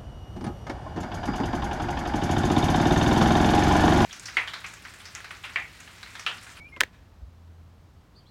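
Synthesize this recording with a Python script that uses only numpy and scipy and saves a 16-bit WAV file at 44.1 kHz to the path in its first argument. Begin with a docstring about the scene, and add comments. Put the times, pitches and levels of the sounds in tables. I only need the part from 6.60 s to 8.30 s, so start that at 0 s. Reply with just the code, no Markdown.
"""Birds whistle over a far engine's hum and a steady outdoor wash. At 0.16 s a person in slide sandals,
hopping on an asphalt driveway, touches a toe down; from 0.21 s the soles slap in a quick cluster.
Each contact squeezes a pocket of air, rings the sole and crunches grit; the yard echoes faintly.
At 0.64 s a puff of air brushes the microphone. From 1.55 s birds chirp again as the engine fades."""
import sys
import numpy as np
from scipy import signal
from scipy.fft import rfft, irfft
from scipy.io import wavfile

SR = 44100
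rng = np.random.default_rng(int(sys.argv[2]) if len(sys.argv) > 2 else 0)


def to_wav(sig):
    """Store sig (one row per channel, or 1-D mono) as 16-bit WAV at the path in sys.argv[1].

    Samples outside -1..1 are clipped; the rate is SR.
    """
    pcm = np.clip(np.atleast_2d(sig), -1, 1) * 32767
    pcm = np.round(pcm).astype(np.int16)
    wavfile.write(sys.argv[1], SR, pcm.T)  # frames by channels


N = 74970
T = np.arange(N) / SR


def from_db(db):
    """Decibels to gain."""
    return 10 ** (np.asarray(db) / 20)


def unit_rms(x):
    """Scale to rms 1."""
    return x / np.sqrt(np.mean(x ** 2) + 1e-20)


def curves(rows):
    """Join timed rows by straight lines, one curve per value column."""
    times_s, *columns = np.transpose(rows)
    return [np.interp(T, times_s, column) for column in columns]


def noise(colour):
    """Unit-rms noise. Each colour row: frequency in Hz, relative density in dB."""
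    hz, db = np.transpose(colour)
    bins_hz = np.maximum(np.fft.rfftfreq(N, 1 / SR), 1)
    gain = from_db(np.interp(np.log(bins_hz), np.log(hz), db))
    return unit_rms(irfft(rfft(rng.standard_normal(N)) * gain, N))


def drift(corner_hz):
    """Slow random wander, unit rms."""
    lowpass = 1 + (np.fft.rfftfreq(N, 1 / SR) / corner_hz) ** 2
    return unit_rms(irfft(rfft(rng.standard_normal(N)) / lowpass, N))


def age(start_s):
    """Seconds since the start, zero before it."""
    return np.maximum(T - start_s, 0)


def decay(start_s, t60_s):
    """Envelope: instant onset, exponential fall."""
    return (T >= start_s) * np.exp(-np.log(1000) * age(start_s) / t60_s)


def bump(start_s, rise_s):
    """Envelope: rises to 1 in rise_s, then dies away."""
    rises = age(start_s) / rise_s
    return rises * np.exp(1 - rises)


def air():
    """Steady outdoor wash."""
    # Each row: frequency in Hz, relative density in dB.
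    colour = [(20, -21), (35, 0), (55, 5), (110, 1), (200, -5), (400, -13.5), (1100, -16.5), (2000, -24.5),
              (4500, -29), (7000, -34.5), (10500, -41), (12500, -39), (16000, -42.5)]
    # Each row: time in seconds, level in dB.
    levels = [(0, -52), (.3, -54), (.7, -55), (1.2, -55), (1.7, -55)]
    level_db, = curves(levels)
    return from_db(level_db) * noise(colour)


def puff(peak_s=.636, decay_s=.02, level_db=-34, hz=61):
    """Air brushes the microphone: one soft, low swell."""
    swell = np.exp(-abs(T - peak_s) / decay_s)
    return from_db(level_db) * swell * np.sin(2 * np.pi * (hz * T + rng.random()))


def engine(waver_db=2):
    """Far engine: harmonics of the firing rate, each wavering on its own."""
    # Each row: time in seconds, firing rate in Hz, level in dB.
    running = [(0, 83.7, -47.5), (.25, 81.34, -59), (.5, 84.5, -55), (.78, 83.3, -49), (1.0, 83.37, -48.5),
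               (1.22, 83.1, -54.5), (1.4, 82.74, -54), (1.7, 86.7, -77.5)]
    # Each row: multiple of the firing rate, relative level in dB.
    harmonics = [(1, 0), (2, -14.5), (3, -22.5)]
    firing_hz, level_db = curves(running)
    phase = 2 * np.pi * np.cumsum(firing_hz) / SR
    return sum(from_db(level_db + db + waver_db * drift(corner_hz=5.5)) * np.sin(multiple * phase)
               for multiple, db in harmonics)


def reflection(x, delay_s, gain_db, t60_s):
    """One diffuse, dying return from the yard."""
    # Each row: frequency in Hz, relative level in dB.
    colour = [(200, -6), (1000, 1.5), (2200, -3), (4200, 0.5), (9000, -5), (16000, -2)]
    response = unit_rms(noise(colour) * decay(delay_s, t60_s)) / np.sqrt(N)
    return from_db(gain_db) * signal.fftconvolve(x, response)[:N]


def birds(attack_s=.016, release_s=.005, trill_hz=356.4, waver_db=2):
    """Gliding whistles among trees and houses; two voices close in pitch beat as a trill."""
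    # Each row: start and length in seconds, level in dB, start, middle and end pitch in Hz,
    # trill depth from 0 to 1, relative octave level in dB.
    notes = [(-.01, 0.095, -46, 2210, 2308, 2462, 0.04, -42),
             (.078, 0.015, -50.5, 2660, 2820, 3020, 0.25, -40),
             (.079, 0.035, -68.5, 5000, 5280, 5150, .05, -3),
             (.119, 0.065, -45, 2110, 2172, 2020, 0.1, -34), (1.545, 0.013, -58, 3300, 3590, 3950, .1, -40),
             (1.553, 0.0462, -51.5, 4200, 4625, 4510, 0.87, -30),
             (1.599, 0.0146, -59.5, 3750, 3340, 3037, 0.12, -35),
             (1.645, 0.03, -65, 2950, 3210, 3660, 0, -34), (1.66, 0.042, -60, 3750, 4200, 4240, .5, -26)]
    song = np.zeros(N)
    for start_s, length_s, db, start_hz, middle_hz, end_hz, depth, octave_db in notes:
        progress = np.clip((T - start_s) / length_s, 0, 1)
        glide = np.polyfit([0, .5, 1], [start_hz, middle_hz, end_hz], 2)
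        pitch_hz = np.polyval(glide, progress)
        envelope = np.clip(length_s * np.minimum(progress / attack_s, (1 - progress) / release_s), 0, 1)
        phase = 2 * np.pi * np.cumsum(pitch_hz - depth * trill_hz / 2) / SR
        voices = (np.sin(phase) + depth * np.sin(phase + 2 * np.pi * trill_hz * T)) / (1 + depth)
        song += from_db(db) * envelope * (voices + from_db(octave_db) * np.sin(2 * phase))
    song *= from_db(waver_db * drift(corner_hz=40))
    return song + reflection(song, delay_s=.0095, gain_db=-7.5, t60_s=.13)


def drags():
    """Short, dull rubs of the sole as it settles on the ground."""
    # Each row: start in seconds, peak level in dB, rise in seconds.
    rubs = [(.137, -51.5, 0.0023), (.166, -41.5, 0.0044), (0.2112, -38.5, 0.0017), (.221, -40.5, 0.0039),
            (0.2327, -37.5, 0.0023)]
    # Each row: frequency in Hz, relative density in dB.
    colour = [(100, -20), (200, -6.5), (300, 4.5), (500, 0), (750, -4), (1000, -0.5), (1400, -2.5),
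              (2500, -12.5), (6000, -27), (16000, -46)]
    return sum(from_db(db) * bump(start_s, rise_s) for start_s, db, rise_s in rubs) * noise(colour)


def grit(crunches, skim_start_s=.2033, skim_end_s=.2072, skim_db=-29, scuff_db=-19.5):
    """Grit under the sole: a skim swells into the slap; each contact crunches, with a scuff tail."""
    # Each row: frequency in Hz, relative density in dB.
    colour = [(200, -16.5), (500, 2), (800, -18.5), (1200, 3), (1800, 20), (3000, -9), (4500, 1.5),
              (7500, -4), (10500, -16.5), (15500, -10.5)]
    skim_ramp = age(skim_start_s) / (skim_end_s - skim_start_s) * (T < skim_end_s)
    power = from_db(skim_db) ** 2 * skim_ramp
    for start_s, db in crunches:
        envelope = decay(start_s, t60_s=.0085) + from_db(scuff_db) * decay(start_s, t60_s=.048)
        power += (from_db(db) * envelope) ** 2
    return np.sqrt(power) * noise(colour)


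def foot_thud(start_s):
    """The foot's dull thud through the sole."""
    # Each row: frequency in Hz, relative level in dB, rise in seconds.
    tones = [(312.6, -5.5, 0.0017), (500, 0, .0016)]
    return sum(from_db(db) * bump(start_s, rise_s) * np.sin(2 * np.pi * hz * age(start_s))
               for hz, db, rise_s in tones)


def sole_ring(start_s):
    """The struck sole rings in damped modes of alternating sign."""
    # Each row: frequency in Hz, relative level in dB, T60 in seconds.
    modes = [(1010, -1, .015), (1283, -9, 0.017), (1730, -4.5, .012), (2844, -15.5, 0.012),
             (3140, -3.5, .011), (3905, -11, .008), (5273, -12.5, .008), (8323, -11.5, .007)]
    return sum((-1) ** k * from_db(db) * decay(start_s, t60_s) * np.sin(2 * np.pi * hz * age(start_s))
               for k, (hz, db, t60_s) in enumerate(modes))


def air_pop(start_s, hz, rise_s):
    """A pocket of air squeezed under the sole."""
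    return bump(start_s, rise_s) * np.sin(2 * np.pi * hz * age(start_s))


def snap(start_s, centre_hz=5500, width_hz=3200):
    """A contact's sharp edge: a click in one broad resonance."""
    click = np.full(N, 1e-18)
    click[int(start_s * SR)] = 1
    radius = np.exp(-np.pi * width_hz / SR)
    feedback = [1, -2 * radius * np.cos(2 * np.pi * centre_hz / SR), radius ** 2]
    return (1 - radius ** 2) / 2 * signal.lfilter([1, 0, -1], feedback, click)


def sandals(low_cut_hz=1118):
    """Each contact: a slap (air pop, ring, snap) thinned by a low cut, a thud and grit."""
    # Each row: start in seconds, pop gain in dB, pop pitch in Hz, pop rise in seconds,
    # then ring, snap, grit and thud gains in dB.
    contacts = [(0.1640, -33, 2650, .0004, -50.5, -37, -50.5, -55),
                (0.2073, -0.5, 2378, 0.0002, -27, 7.5, -19.5, -46),
                (0.2119, -17.5, 1715, .0008, -12, -8, -15.5, -30.5),
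                (0.2205, -34.5, 1500, .0005, -34, -27.5, -35.5, -41),
                (0.2344, -13, 1970, 0.00011, -31, -12.5, -23, -35.5),
                (0.2361, -14, 2040, 0.00033, -30.5, -18.5, -30, -46)]
    slap, thud = np.zeros((2, N))
    crunches = []
    for start_s, pop_db, pop_hz, pop_rise_s, ring_db, snap_db, grit_db, thud_db in contacts:
        slap += from_db(pop_db) * air_pop(start_s, pop_hz, pop_rise_s)
        slap += from_db(ring_db) * sole_ring(start_s)
        slap += from_db(snap_db) * snap(start_s)
        thud += from_db(thud_db) * foot_thud(start_s)
        crunches.append((start_s, grit_db))
    low_cut = signal.butter(4, low_cut_hz, "high", fs=SR, output="sos")
    return signal.sosfilt(low_cut, slap + 1e-18) + thud + grit(crunches)


def scene():
    """The hop and its yard echoes over the background, mono."""
    # Each row: delay in seconds, gain in dB, T60 in seconds.
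    echoes = [(0.011, -27, .2), (0.121, -38.5, 0.55)]
    hop = sandals() + drags()
    yard = sum(reflection(hop, delay_s, db, t60_s) for delay_s, db, t60_s in echoes)
    return (hop + yard + birds() + engine() + puff() + air())[None]


def record(dry):
    """Steep low-pass on the top treble."""
    stop_hz, stop_db = 17400, 60
    return signal.sosfilt(signal.cheby2(12, stop_db, stop_hz, fs=SR, output="sos"), dry)


dry = scene()
out = record(dry)
to_wav(out)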